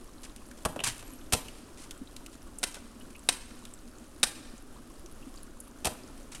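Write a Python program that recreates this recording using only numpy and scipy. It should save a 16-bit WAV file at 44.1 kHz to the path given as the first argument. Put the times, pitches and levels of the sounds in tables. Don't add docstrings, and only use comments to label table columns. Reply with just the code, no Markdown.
import sys
import numpy as np
from scipy import signal
from scipy.fft import rfft, irfft, next_fast_len
from scipy.io import wavfile
from scipy.ndimage import uniform_filter1d, map_coordinates

SR = 44100
rng = np.random.default_rng(int(sys.argv[2]) if len(sys.argv) > 2 else 0)


def store_pcm(level_fs):
    pcm = np.round(np.clip(level_fs, -1, 1) * 32767).astype(np.int16)
    wavfile.write(sys.argv[1], SR, np.atleast_2d(pcm).T)


N = 282240

# frequency in Hz, relative level in dB.
AIR_EQ = [(12, 1), (20, 3.5), (146, -17.5), (198, -15.5), (241, -8.5), (347, -13.5), (485, -20.5),
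          (527, -18), (897, -26.5), (1290, -24), (2200, -35.5), (2820, -34), (3630, -36.5), (10200, -35.5),
          (16000, -50.5)]
SCRAPE_EQ = [(60, -8), (120, 13), (300, -20), (900, 1), (1700, -1.5), (2700, 0), (5000, -0.5), (8500, 1.5),
             (10500, -1.5), (13000, -17), (16000, -24)]
CRUNCH_EQ = [(300, -31), (1200, -12.5), (2700, -3.5), (4500, -6), (7000, -6.5), (9000, -1.5), (11000, -8.5),
             (13000, -14), (16000, -36)]
KNOCK_EQ = [(70, -13), (200, 2.5), (340, -1.5), (560, 0.5), (850, -3.5), (1200, -7), (1700, -12.5),
            (4000, -40), (9000, -46)]
BITE_EQ = [(60, -33), (250, 1.5), (700, -2.5), (1100, -2), (1500, -1), (2600, 1.5), (3400, -1), (3870, 2),
           (4400, 0.5), (5400, 2), (6700, -3.5), (8600, 4), (10300, -0.5), (12000, -12), (16000, -28)]
# start in seconds, level in dB before trim, pitch in Hz before detuning.
NEAR_DRIPS = [(2.071, -45, 3900), (3.007, -46, 2990), (3.148, -39.5, 2590), (5.223, -48.5, 2830),
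              (5.372, -41, 4670), (5.4306, -34, 10360), (5.678, -40.5, 10600)]
# start in seconds, level in dB before trim.
HOLLOW_GLUGS = [(1.12, -40.5), (2.012, -37), (3.589, -49), (5.265, -40.5)]
# start in seconds, stroke length in seconds, level in dB.
SCRAPE_STROKES = [(0.232, 0.011, -46), (0.836, 0.0074, -29.5), (.859, 0.026, -31.5), (1.772, 0.072, -51),
                  (2.322, 0.026, -57.5), (2.74, .004, -43.5), (6.315, 0.014, -46.5), (6.346, 0.0031, -43)]
# start in seconds, level in dB, pitch in Hz, click in dB against the ring.
FALLING_CHIPS = [(.3615, -46, 8460, 4.5), (0.5118, -46.5, 1680, 1.5), (0.7906, -31, 2800, -18),
                 (0.8021, -29, 2800, -12), (1.1348, -43.5, 9300, -12), (1.4827, -39, 2900, -3),
                 (1.909, -46, 3500, 12), (2.164, -45.5, 4070, 7.5), (2.2618, -45, 2870, 6),
                 (2.585, -32, 8900, -22), (3.652, -46.5, 3830, 6.5), (3.737, -38.5, 8000, -12),
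                 (5.06, -47.5, 5850, 1.5), (5.602, -34.5, 10000, -22), (6.349, -40.5, 3000, -4)]
# frequency in Hz, t60 in seconds.
ECHO_DECAY = [(80, 0.84), (400, 0.28), (1500, 0.36), (4000, 0.23), (9000, 0.25), (15000, 0.42)]
# start in seconds, delay until the points seat in seconds, crunch in dB,
# seating in dB against the crunch, seated knock in dB, thump in dB, pitch of the hollow in Hz.
CRAMPON_KICKS = [(0.6503, 0.0039, -26.5, -3, -24, -26, 1126), (1.323, 0.0092, -22, 5.5, -26, -20, 1344),
                 (5.8458, .0075, -28, 5.5, -29.5, -55, 832), (5.8644, 0.0044, -32.5, 6, -29, -27, 750)]
# start in seconds, knock in dB, crunch in dB against the knock,
# pitch of the hollow in Hz.
BOOT_TAPS = [(0.7608, -32.5, -9, 590), (0.7903, -36.5, -12, 625), (0.8036, -38, -10, 636),
             (.872, -43, -2, 105), (1.026, -44, -3, 420), (1.348, -33.5, 5, 432), (2.768, -43.5, -7, 1494),
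             (5.919, -41.5, -7, 231)]
# pitch in Hz, relative level in dB, t60 in seconds.
ICE_MODES = [(720, -15.5, 0.068), (2060, -19, 0.0029), (2635, -7.5, 0.019), (3260, -13.5, 0.0087),
             (5620, -14, 0.027)]
# start in seconds, delay until the point seats in seconds, bite in dB, seating
# and clang in dB against the bite, ting in dB, knock in dB against the bite, pitch of the hollow in Hz.
PICK_SWINGS = [(2.630, 0.0069, -24.5, 5, -9, -51, -8, 1456),
               (3.2882, 0.0046, -14.5, -9, -2, -47.5, -13, 753),
               (4.2302, .0045, -16.5, 2, 2.5, -50, -13, 1462)]
# pitch in Hz, level in dB against the clang, t60 in seconds.
CLANG_MODES = [(3784, 2.5, 0.019), (8520, -3.5, 0.028), (8500, -30, 0.028)]
# centre in Hz, width in Hz, level in dB against the ting, t60 in seconds.
TING_CLUSTERS = [(1530, 160, -5, 0.43), (3100, 140, -9, .6), (3910, 130, -9, .4), (8530, 250, 4, 0.46)]

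TOP_HZ = 15900
PICK_RISE_S, PICK_T60_S = 0.00091, 0.032
KICK_RISE_S, KICK_T60_S = 0.0016, 0.037
TAP_RISE_S, TAP_T60_S = 0.00064, 0.022


def amp(db):
    return 10 ** (np.asarray(db) / 20)


def unit(x):
    return x / np.sqrt(np.mean(x ** 2) + 1e-20)


def along(points, hz):
    freqs, values = np.transpose(points)
    return np.interp(np.log(hz + 1), np.log(freqs + 1), values)


def add(track, s, sound):
    start = max(0, round(s * SR))
    part = sound[:max(0, N - start)]
    track[start:start + len(part)] += part


def wobble(rate):
    return map_coordinates(rng.standard_normal(int(N * rate / SR) + 4), [np.arange(N) * rate / SR])


def swell(t, rise, t60, hold=0):
    return np.clip(t / max(rise, 1e-4), 0, 1) * amp(-60 * np.maximum(t - rise - hold, 0) / t60)


def coloured(x, curve, size=8192):
    cepstrum = irfft(np.log(amp(along(curve, np.fft.rfftfreq(size, 1 / SR)))))
    cepstrum[1:size // 2] *= 2
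    cepstrum[size // 2 + 1:] = 0
    response = irfft(np.exp(rfft(cepstrum)))
    return signal.fftconvolve(x, response / np.linalg.norm(response))[:N]


def night(level_db=-48, drift_db=0.9):
    return amp(level_db + drift_db * wobble(11)) * unit(coloured(rng.standard_normal(N), AIR_EQ))


def bubble(hz, cycles, glide, rough):
    life = cycles / hz
    t = np.arange(int(life * SR) + 64) / SR
    tone = np.exp(2j * np.pi * hz * np.cumsum(1 + glide * t / life) / SR)
    splash = unit(uniform_filter1d(rng.standard_normal((2, len(t))), int(4 * SR / hz), axis=1))
    roughened = tone.real * (1 + rough * splash[0]) + tone.imag * rough * splash[1]
    return roughened / np.hypot(1, rough) * swell(t, life / 10, life)


def meltwater(drip_trim_db=-4, drip_detune=0.943, glug_trim_db=1, babbles=240, gurgles=120):
    out = np.zeros(N)
    for s, db, hz in NEAR_DRIPS:
        drip = bubble(hz * drip_detune, cycles=130, glide=0.225, rough=0.74)
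        add(out, s, amp(db + drip_trim_db) * drip)
    for s, db in HOLLOW_GLUGS:
        add(out, s, amp(db + glug_trim_db) * bubble(hz=256, cycles=22.4, glide=0.027, rough=0.76))
    for when, pitch, strength in rng.random((babbles, 3)):
        babble = bubble(900 + 600 * pitch, cycles=36, glide=0.15, rough=1)
        add(out, when * N / SR, amp(-59 + 6 * strength ** 3) * babble)
    for when, pitch, strength in rng.random((gurgles, 3)):
        gurgle = bubble(225 + 125 * pitch ** 2, cycles=32, glide=0.23, rough=0.55)
        add(out, when * N / SR, amp(-54 + 8.8 * strength ** 2) * gurgle)
    return out


def dust(grain_db=5, patchy_db=4, trickle_db=-66, sift_db=-26):
    flow, t = np.full(N, amp(trickle_db)), np.arange(2 * SR) / SR
    for s, _, db in SCRAPE_STROKES:
        add(flow, s, amp(db + sift_db) * swell(t, rise=0.049, t60=0.66))
    grains = rng.standard_normal(N) * amp(grain_db * wobble(500) + patchy_db * wobble(25))
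    return flow * unit(coloured(grains, CRUNCH_EQ))


def fracture(rise, t60, spiky_db, smooth_hz=260, hold=0):
    t = np.arange(next_fast_len(int((rise + hold + t60) * SR) + 256)) / SR
    strength = amp(spiky_db * unit(uniform_filter1d(rng.standard_normal(len(t)), size=16)))
    envelope = swell(t, rise, t60, hold)
    spectrum = rfft(strength * rng.standard_normal(len(t)) * envelope, 2 * len(t))
    smooth_bins = max(1, int(smooth_hz * 2 * t[-1]))
    power = np.abs(uniform_filter1d(np.abs(spectrum) ** 2, smooth_bins))
    return irfft(spectrum / np.sqrt(power + 1e-20))[:len(t)] * np.linalg.norm(envelope)


def scrapes(rise=0.003, t60=0.075, crumb_db=-2, crumb_count=9):
    shavings, crumbs = np.zeros(N), np.zeros(N)
    for s, length, db in SCRAPE_STROKES:
        add(shavings, s, amp(db) * fracture(rise, t60, spiky_db=3.5, smooth_hz=1500, hold=length))
        for when, size in rng.random((crumb_count, 2)):
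            delay = rise + when * (length + t60 / 4)
            crumb = chip(9500 * 0.172 ** size, click_db=-22)
            add(crumbs, s + delay, amp(db + crumb_db - 10 * when) * crumb)
    catches = amp(2.2 * wobble(350))
    return coloured(shavings * catches, SCRAPE_EQ) + crumbs


def chip(hz, click_db, min_q=4.7):
    hit = fracture(rise=0.00096, t60=0.017 * (3000 / hz) ** 0.29, spiky_db=1)
    body = signal.iirpeak(min(hz, TOP_HZ), max(min_q, hz / 2200), SR)
    ring = signal.lfilter(*body, signal.lfilter(*body, hit))
    click = signal.lfilter(*signal.butter(3, [2200, 10800], "band", fs=SR), hit)
    return (unit(ring) + amp(click_db) * unit(click)) * np.std(hit)


def chips(splinter_count=3, splinter_db=-10, scatter_s=0.012, crumb_count=300):
    out = np.zeros(N)
    for s, db, hz, click_db in FALLING_CHIPS:
        add(out, s, amp(db) * chip(hz, click_db))
        for when, pitch in rng.random((splinter_count, 2)):
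            splinter = chip(hz * 2 ** (pitch - 0.5), click_db)
            add(out, s + when * scatter_s, amp(db + splinter_db - 10 * when) * splinter)
    for when, size, strength in rng.random((crumb_count, 3)):
        crumb = chip(10500 - 8000 * size ** 2, click_db=-5)
        add(out, when * N / SR, amp(-59 + 12 * strength ** 4) * crumb)
    return out


def forest_echo(send, near_db=-11, far_db=-22, onset_s=0.033, reach_s=0.45):
    hz, frame_s, noise = signal.stft(rng.standard_normal(SR), SR, nperseg=256)
    decay = amp(-60 * frame_s / along(ECHO_DECAY, hz)[:, None])
    near = signal.istft(noise * decay, SR, nperseg=256)[1][:SR]
    t = np.arange(SR) / SR
    trunks = amp(2.4 * unit(uniform_filter1d(rng.standard_normal(SR), size=200)))
    near *= trunks * np.minimum(t / onset_s, 1)
    far = signal.lfilter(*signal.butter(1, 5500, fs=SR), rng.standard_normal(SR))
    far *= trunks * np.minimum(t / 0.0067, 1)
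    far *= np.maximum(1 - t / reach_s, 0)
    tail = amp(near_db) * near / np.linalg.norm(near) + amp(far_db) * far / np.linalg.norm(far)
    return signal.fftconvolve(send, tail)[:N]


def boot_contacts():
    touches, seats, taps = [], [], []
    for s, delay, crunch_db, seat_db, knock_db, _, hz in CRAMPON_KICKS:
        touches.append((s, KICK_RISE_S, KICK_T60_S, crunch_db, knock_db - 4.5, hz))
        seats.append((s + delay, KICK_RISE_S, KICK_T60_S, crunch_db + seat_db, knock_db, hz))
    for s, knock_db, crunch_db, hz in BOOT_TAPS:
        taps.append((s, TAP_RISE_S, TAP_T60_S, knock_db + crunch_db, knock_db, hz))
    return touches + seats + taps


def kicks(knock_lag_s=0.0011):
    crunch, knock = np.zeros(N), np.zeros(N)
    for s, rise, t60, crunch_db, knock_db, _ in boot_contacts():
        add(crunch, s, amp(crunch_db) * fracture(rise, t60, spiky_db=5.5))
        add(knock, s, amp(knock_db) * fracture(rise + knock_lag_s, t60=0.054, spiky_db=3))
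    return coloured(crunch, CRUNCH_EQ) + coloured(knock, KNOCK_EQ)


def ringing(modes, rise):
    out, t = np.zeros(SR // 2), np.arange(SR // 2) / SR
    for hz, db, t60 in modes:
        gain = amp(db + rng.normal(0, 1))
        out += gain * np.sin(2 * np.pi * (hz * t + rng.random())) * swell(t, rise, t60)
    return out


def hollow(hz, db=-2, t60=0.045):
    return ringing([(hz, db, t60)], rise=0.0042)


def ice_column(boot_db=2, thump_hz=66, tap_thump_db=-16):
    out, t = np.zeros(N), np.arange(SR // 2) / SR
    thump = np.sin(2 * np.pi * thump_hz * t) * swell(t, rise=0.0065, t60=0.037)
    for s, _, db, *_, knock_db, hz in PICK_SWINGS:
        add(out, s, amp(db) * (ringing(ICE_MODES, PICK_RISE_S) + amp(knock_db) * hollow(hz)))
    for s, rise, _, crunch_db, knock_db, hz in boot_contacts():
        add(out, s, amp(crunch_db + boot_db) * ringing(ICE_MODES, rise) + amp(knock_db) * hollow(hz))
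    for s, delay, *_, thump_db, _ in CRAMPON_KICKS:
        add(out, s + delay, amp(thump_db) * thump)
    for s, knock_db, *_ in BOOT_TAPS:
        add(out, s, amp(knock_db + tap_thump_db) * thump)
    return out


def shimmer(hz, width_hz, rise, t60):
    band = signal.iirpeak(min(hz, TOP_HZ), hz / width_hz, SR)
    beats = signal.lfilter(*band, signal.lfilter(*band, rng.standard_normal(SR)))
    return unit(beats) * swell(np.arange(SR) / SR, rise, t60)


def harness_ting(start_s=1.02, db=-60):
    out = np.zeros(N)
    add(out, start_s, amp(db) * shimmer(hz=11500, width_hz=240, rise=0.034, t60=1.1))
    return out


def pick_bites():
    cracks = np.zeros(N)
    for s, delay, db, seat_db, *_ in PICK_SWINGS:
        for when, level_db in (s, db), (s + delay, db + seat_db):
            crack = fracture(PICK_RISE_S, PICK_T60_S, spiky_db=0, smooth_hz=380)
            add(cracks, when, amp(level_db) * crack)
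    return coloured(cracks, BITE_EQ)


def pick_steel():
    out = np.zeros(N)
    for s, _, db, _, clang_db, ting_db, *_ in PICK_SWINGS:
        add(out, s, amp(db + clang_db) * ringing(CLANG_MODES, PICK_RISE_S))
        for hz, width_hz, cluster_db, t60 in TING_CLUSTERS:
            add(out, s, amp(ting_db + cluster_db) * shimmer(hz, width_hz, rise=0.005, t60=t60))
    return out


def scene():
    cracks = pick_bites() + kicks() + scrapes() + chips()
    rings = ice_column() + pick_steel() + harness_ting()
    echo = forest_echo(cracks + amp(-10) * rings)
    return (cracks + rings + echo + dust() + meltwater() + night())[None]


def record(dry):
    size = next_fast_len(N + SR // 2)
    passband = np.fft.rfftfreq(size, 1 / SR) < TOP_HZ
    return irfft(rfft(dry, size) * passband, size)[..., :N]


dry = scene()
out = record(dry)
store_pcm(out)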